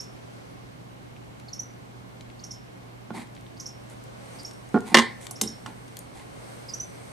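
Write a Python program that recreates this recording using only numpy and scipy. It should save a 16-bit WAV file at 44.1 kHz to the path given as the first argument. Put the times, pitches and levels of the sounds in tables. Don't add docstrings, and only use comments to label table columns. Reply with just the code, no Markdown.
import sys
import numpy as np
from scipy import signal
from scipy.io import wavfile

SR = 44100
rng = np.random.default_rng(int(sys.argv[2]) if len(sys.argv) > 2 else 0)


def inscribe(sig):
    pcm = np.round(np.clip(np.atleast_2d(sig).T, -1, 1) * 32767)
    wavfile.write(sys.argv[1], SR, pcm.astype(np.int16))


N = 313985


def from_db(db):
    return 10 ** (np.asarray(db) / 20)


def rms_one(x):
    return x / np.sqrt(np.mean(x ** 2) + 1e-20)


def at_hz(points, hz):
    freqs, values = np.transpose(points)
    return np.interp(np.log(hz), np.log(freqs), values)


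def band(x, low_hz, high_hz, order=2):
    return signal.sosfilt(signal.butter(order, [low_hz, high_hz], "band", fs=SR, output="sos"), x)


def drift(rate_hz, count):
    r = np.exp(-2 * np.pi * rate_hz / SR)
    return rms_one(signal.lfilter([1], [1, -2 * r, r * r], rng.standard_normal(count + SR))[SR:])


def add(out, sound, start_s, pan_db):
    i = round(start_s * SR)
    out[:, i:i + sound.shape[-1]] += (sound * from_db([[pan_db / 2], [-pan_db / 2]]))[:, :N - i]


def wide_noise(count, width):
    mid, side = rng.standard_normal((2, count))
    return mid + width * side * [[1], [-1]]


def correlated(mid, side, correlation):
    return np.sqrt(1 + correlation) * mid + np.sqrt(1 - correlation) * side * [[1], [-1]]


# frequency_hz, correlation
EAR_CORRELATION = [(60, -0.17), (130, 0.67), (290, -0.39), (640, -0.46), (1410, -0.54), (3100, -0.22),
                   (6820, 0.17), (15000, -0.37)]
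def banded_noise(spectrum, flicker_db=0.5):
    out, edges = 0, np.geomspace(20, 17000, 21)
    white, flicker = rng.standard_normal((2, 2, N)), drift(9, 2 * N)
    for k, (low, high) in enumerate(zip(edges, edges[1:])):
        mid, side = band(white[k % 2], low, high)
        centre_hz = np.sqrt(low * high)
        gain = from_db(at_hz(spectrum, centre_hz) + flicker_db * flicker[k * N // 20:][:N])
        out = out + gain * correlated(mid, side, at_hz(EAR_CORRELATION, centre_hz))
    return rms_one(out)


# frequency_hz, relative_density_db
AIR_SPECTRUM = [(25, -53), (40, -12.5), (60, -8.5), (90, -13.5), (160, -8.5), (250, -9.5), (500, -15.5),
                (650, -15), (1240, -22), (2130, -26.5), (5000, -36), (12500, -42.5), (14500, -40.5),
                (16000, -54)]
def room_noise(level_db=-45.5):
    return from_db(level_db) * banded_noise(AIR_SPECTRUM) * from_db([[-.5], [.5]])


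# pitch_hz, level_db, waver_db
HUM_TONES = [(119.6, -51, 1.5), (1065, -78, 7.5), (2162, -73.5, 0.5)]
HIGH_WHINE = [(12600, -78, 1.5)]
def hum():
    t, tones = np.arange(N) / SR, 0
    for hz, db, waver_db in HUM_TONES + HIGH_WHINE:
        amplitude = np.sqrt(2) * from_db(db + waver_db * drift(22, N))
        tones += amplitude * np.sin(2 * np.pi * (hz * t + rng.random()))
    return tones * from_db([[-1.8], [1.8]])


# time_s, pitch_hz, level_db
WHISTLE_PATH = [(.08, 9600, -95), (.13, 9650, -74), (.2, 9850, -77), (.27, 10050, -79), (.33, 9850, -75),
                (.39, 9950, -79), (.45, 10400, -84), (.52, 9650, -75), (.58, 9600, -95)]
def whistle(flicker_db=3):
    times, hz, db = np.transpose(WHISTLE_PATH)
    t = np.arange(N) / SR
    level = from_db(np.interp(t, times, db, left=-200, right=-200) + flicker_db * drift(30, N))
    return np.sqrt(2) * level * np.sin(2 * np.pi * np.cumsum(np.interp(t, times, hz)) / SR)


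# time_s, rub_db, hiss_db
HAND_MOTION = [(0, -52, -80), (.45, -51.5, -84), (.9, -65, -84), (2.9, -68, -84), (3.4, -65, -75),
               (3.9, -52.5, -73), (4.16, -49.5, -71), (4.36, -45.5, -59.5), (4.55, -53, -68),
               (5.3, -50.5, -68), (5.75, -52.5, -66), (6.2, -52, -70), (6.5, -45.5, -60.5),
               (6.65, -47.5, -63.5), (6.9, -49, -63.5), (7.12, -48, -61)]
# frequency_hz, relative_density_db
RUB_SPECTRUM = [(150, -24), (280, -14.5), (500, 2), (800, -4), (1300, -7), (2150, -15), (3300, -17),
                (4300, -19), (6000, -20), (8300, -26.5), (11000, -29), (15000, -42)]
# centre_hz, width_hz, gain_db
HISS_BANDS = [(2170, 360, 1), (4350, 400, -6), (6200, 480, -7), (8400, 500, 0), (9500, 3300, -1)]
def rustle():
    times, rub_db, hiss_db = np.transpose(HAND_MOTION)
    t, noise = np.arange(N) / SR, wide_noise(N, width=0.5)
    hiss = sum(from_db(db) * rms_one(band(noise, hz - width / 2, hz + width / 2, order=1))
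               for hz, width, db in HISS_BANDS)
    rub = banded_noise([(14, -60)] + RUB_SPECTRUM)
    return from_db(np.interp(t, times, rub_db)) * rub + from_db(np.interp(t, times, hiss_db)) * hiss


# frequency_hz, t60_s
ROOM_DECAY = [(200, 0.29), (2000, 0.35), (5500, 0.24), (8500, 0.19), (13000, 0.038)]
def room(x, onset_s=0.002):
    t, edges = np.arange(SR // 2) / SR, 80 * 2 ** np.arange(9)
    noise = correlated(*rng.standard_normal((2, len(t))), correlation=0.73)
    tail = sum(band(noise, low, high) * from_db(-60 * t / at_hz(ROOM_DECAY, np.sqrt(low * high)))
               for low, high in zip(edges, edges[1:]))
    tail *= np.clip(t / onset_s, 0, 1) ** 2
    response = rms_one(tail) / np.sqrt(len(t))
    return signal.fftconvolve(x.mean(axis=0, keepdims=True), response, axes=1)[:, :N]


# start_s, length_s, level_db, tilt_db_per_octave
STROKES = [(3.132, 0.12, -45, 0), (3.889, .066, -62.5, 4), (4.852, .085, -47, 1.5),
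           (4.914, 0.032, -41.5, -2.5), (5.204, 0.081, -56.5, 5.5), (5.663, 0.056, -52.5, -2),
           (6.137, 0.12, -55.5, 2)]
# low_hz, high_hz, gain_db
SURFACE_BANDS = [(187, 326, 4), (740, 1000, 2.5), (1890, 2550, -1), (2730, 4750, -3.5), (5500, 10400, -4.5)]
def scrapes(grain_db=2.0):
    out, count = np.zeros((2, N)), SR // 4
    for start, length, db, tilt in STROKES:
        grains = wide_noise(count, width=0.35) * from_db(grain_db * drift(170, count))
        rub = sum(from_db(gain_db + tilt * np.log2(low / 1000)) * rms_one(band(grains, low, high))
                  for low, high, gain_db in SURFACE_BANDS)
        progress = np.arange(round(length * SR)) / (length * SR)
        swell = np.sin(np.pi * progress ** 0.69)
        add(out, from_db(db) * rub[:, :len(swell)] * swell, start, pan_db=-1.5)
    return out


# start_s, level_db, low_hz, high_hz, pan_db
LIGHT_CONTACTS = [(1.165, -41.5, 2300, 3300, 3), (1.399, -38, 1500, 8400, 0), (2.209, -36, 1600, 5940, 6),
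                  (2.301, -41, 2000, 3800, 7), (3.271, -45, 1500, 6500, 3), (3.351, -39, 2500, 10000, -1),
                  (3.365, -39.5, 1790, 3600, 1), (3.377, -41.5, 1800, 3600, 3),
                  (3.409, -42, 2500, 13000, 0), (3.465, -41.5, 2220, 3970, 6), (3.899, -41, 5000, 12100, 1),
                  (4.039, -43, 6000, 15000, 10), (4.258, -46, 6960, 9500, 0), (4.432, -37, 6980, 12750, 9),
                  (4.511, -36, 1980, 9500, 0), (4.534, -42, 7460, 10970, -4),
                  (4.690, -43.5, 6000, 10900, 0), (4.741, -42.5, 2000, 9000, -2),
                  (4.786, -49, 4000, 9770, -20), (4.806, -35, 3500, 10900, -2),
                  (5.413, -18.5, 700, 5000, 0), (5.268, -24, 900, 9500, 8), (5.881, -42, 3000, 11000, 0),
                  (5.969, -27, 1950, 13700, 5), (5.990, -28, 7040, 13900, 7), (6.197, -40, 1480, 3000, -2)]
def ticks(t60_s=0.015):
    out, t = np.zeros((2, N)), np.arange(SR // 10) / SR
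    for start, db, low, high, pan_db in LIGHT_CONTACTS:
        excitation = rng.standard_normal(len(t)) + 0.8 * (t == 0)
        tick = band(excitation * from_db(-60 * t / t60_s), low, high)
        add(out, from_db(db) * tick / np.abs(tick).max(), start, pan_db)
    return out


def blows(events, modes, noise_db, loss_db, damping, pan_db, attack_s, width, noise_t60_s=0.069):
    out, t = np.zeros((2, N)), np.arange(SR // 4) / SR
    hz, mode_db, t60 = np.transpose(modes)[:, :, None]
    damped_t = t / (1 - damping)
    for start, db, low, high, touches, gap in events:
        for k in range(touches):
            strength = from_db(mode_db + 2.8 * rng.standard_normal(hz.shape))
            strength *= rng.choice([-1, 1], hz.shape)
            rings = np.sum(strength * from_db(-60 * damped_t / t60) * np.sin(2 * np.pi * hz * t), axis=0)
            noise = from_db(noise_db - 60 * damped_t / noise_t60_s) * wide_noise(len(t), width)
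            blow = band((rings + noise) * np.clip(t / attack_s, 0, 1), low, high)
            add(out, from_db(db - loss_db * k) * blow / np.abs(blow).max(), start + gap * k, pan_db)
    return out


# start_s, level_db, low_hz, high_hz, touch_count, gap_s
DULL_BLOWS = [(3.104, -24.5, 503, 2480, 1, .004), (3.108, -28.5, 148, 400, 1, .01),
              (3.128, -40, 150, 300, 1, .01), (4.742, -10, 198, 1600, 5, .008),
              (5.416, -24, 110, 560, 4, .0145), (5.49, -37.5, 100, 300, 3, .02),
              (5.309, -36.5, 655, 1040, 1, .01), (5.660, -25, 1010, 1730, 1, .01)]
# frequency_hz, gain_db, t60_s
HOUSING_MODES = [(196, 2, 0.07), (213, 2, 0.19), (295, 3.5, 0.11), (356, 8, 0.032), (437, 5.5, 0.04),
                 (715, -9, 0.17), (806, 1, 0.05), (1100, -2, 0.049), (1360, -11, 0.12), (1423, -6.5, 0.14),
                 (1755, -10, 0.046)]
def thumps():
    return blows(DULL_BLOWS, HOUSING_MODES, noise_db=-2, loss_db=1, damping=0.5,
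                 pan_db=-3.5, attack_s=0.0013, width=0.33)


# start_s, level_db, low_hz, high_hz, touch_count, gap_s
HARD_BLOWS = [(4.944, 4, 300, 4730, 3, .0065), (4.970, -2, 150, 5500, 2, .0055),
              (4.985, -2, 149, 5500, 3, .006), (5.021, -17, 146, 3970, 1, 0.013),
              (5.310, -20, 5950, 11600, 1, .01), (5.413, -8, 5500, 11700, 2, .003),
              (5.436, -23, 2980, 12000, 1, .01), (5.661, -27.5, 1100, 7400, 1, .01)]
# frequency_hz, gain_db, t60_s
OBJECT_MODES = [(228.7, 9.5, 0.29), (300, -10, 0.15), (347, 6.5, 0.26), (400, 10, 0.07), (536, 0, 0.37),
                (816, 2.5, 0.091), (993, 2.5, 0.25), (1064, 15.5, 0.086), (1080, 8.5, 0.086),
                (1196, 12.5, 0.048), (1410, 0, 0.079), (1680, 15, 0.036), (1788, 12, 0.065), (1936, 3, 0.1),
                (2036, 15.5, 0.055), (2847, 9, 0.083), (3104, 16.5, 0.028), (3530, 10.5, 0.042),
                (4570, -21, 0.043), (5500, 10, 0.035), (8500, -6, 0.14), (8900, -3, 0.064),
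                (10400, 4, 0.082), (11900, -8, 0.061)]
def knocks():
    return blows(HARD_BLOWS, OBJECT_MODES, noise_db=23, loss_db=5.5, damping=0.47,
                 pan_db=-3, attack_s=0.00034, width=0.34)


# frequency_hz, gain_db, t60_s
TANK_MODES = [(5300, -52, 0.31), (5390, -54.5, 0.27), (5440, -58, 0.31)]
# delay_s, gain_db
REFLECTIONS = [(0.012, -16.5), (.020, -32), (0.028, -15.5), (.036, -19), (.047, -26), (0.058, -25),
               (.068, -25.5), (.092, -29), (.11, -35), (.14, -36.5)]
def tank(x):
    rung = x.copy()
    for hz, db, t60 in TANK_MODES:
        r, w = from_db(-60 / (t60 * SR)), 2 * np.pi * hz / SR
        rung += from_db(db) * signal.lfilter([0, np.sin(w)], [1, -2 * r * np.cos(w), r * r], x + 1e-18)
    out = rung.copy()
    for delay, db in REFLECTIONS:
        lag = round(delay * SR)
        out[:, lag:] += from_db(db) * rung[:, :-lag]
    return out


# start_s, level_db, start_hz, end_hz, length_s, roughness
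CALLS = [(0.0, -29, 5500, 5520, 0.014, 0.38), (1.480, -44.5, 4700, 4210, 0.019, 0.48),
         (1.530, -29.5, 6200, 5300, 0.015, 0.19), (1.592, -23.5, 6040, 5860, 0.015, 0.04),
         (2.392, -52, 4570, 4260, 0.017, 0.9), (2.436, -38.5, 5600, 5546, 0.018, 0.71),
         (2.507, -33, 5500, 5470, 0.017, 0.44), (3.565, -53.5, 4190, 4730, 0.024, 0.7),
         (3.597, -35.5, 5700, 5300, 0.015, 0.9), (3.657, -31, 5500, 5550, 0.019, 0.42),
         (4.384, -44, 5100, 4550, 0.039, 0.67), (4.448, -28, 5630, 5460, 0.014, 0.25),
         (5.355, -40.5, 5500, 5420, 0.018, 0.56), (5.428, -33.5, 5330, 5330, 0.013, 0.1),
         (5.473, -27, 5920, 5330, 0.012, 0.25), (6.683, -36.5, 5050, 4860, 0.034, 0.34),
         (6.734, -26.5, 5740, 6000, 0.02, 0.23), (6.799, -24.5, 5790, 6120, 0.018, 0.07)]
# low_hz, high_hz, gain_db, lag_s, t60_s
BREATH_BANDS = [(5500, 7040, -4, 0.011, 0.048), (9000, 10000, -18.5, 0.0049, 0.05),
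                (10900, 11900, -16.5, 0.0074, 0.093)]
def squeaks(bend=0.57, wobble_hz=220, octave_db=-24, side_offset_hz=520, pan_db=-3):
    out, t = np.zeros((2, N)), np.arange(4096) / SR
    for start, db, start_hz, end_hz, length, rough in CALLS:
        jitter, shimmer, hiss = drift(400, len(t)), drift(590, len(t)), rng.standard_normal(len(t))
        progress = np.clip(t / length, 0, 1)
        glide_hz = start_hz + (end_hz - start_hz) * np.tanh(progress / bend) / np.tanh(1 / bend)
        phase = 2 * np.pi * np.cumsum(glide_hz + wobble_hz * (0.055 + rough) * jitter) / SR
        tone = np.sin(phase) + from_db(octave_db) * progress * np.sin(2 * phase)
        tone += 0.72 * rough * np.sin(phase + 2 * np.pi * side_offset_hz * t)
        swell = np.abs(np.sin(np.pi * progress ** 0.73)) ** 1.34
        add(out, from_db(db + 4.9 * rough * shimmer) * swell * tone, start, pan_db)
        for low, high, air_db, lag, t60 in BREATH_BANDS:
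            puff = np.clip(t / 0.0026, 0, 1) * from_db(-60 * t / t60) * rms_one(band(hiss, low, high))
            add(out, from_db(db + air_db) * (0.15 + rough) * puff, start + lag, pan_db)
    return out


def scene():
    animal = squeaks()
    handling = knocks() + thumps() + ticks() + scrapes()
    reverberation = room(from_db(-5) * animal + from_db(-11) * handling)
    return tank(animal) + handling + reverberation + room_noise() + rustle() + hum() + whistle()


def record(dry, roll_off_hz=11700, cutoff_hz=15780):
    dulled = signal.sosfilt(signal.butter(2, roll_off_hz, fs=SR, output="sos"), dry)
    steep_low_pass = signal.cheby2(12, 60, cutoff_hz, fs=SR, output="sos")
    return np.clip(signal.sosfilt(steep_low_pass, np.clip(dulled, -1, 1)), -1, 1)


dry = scene()
out = record(dry)
inscribe(out)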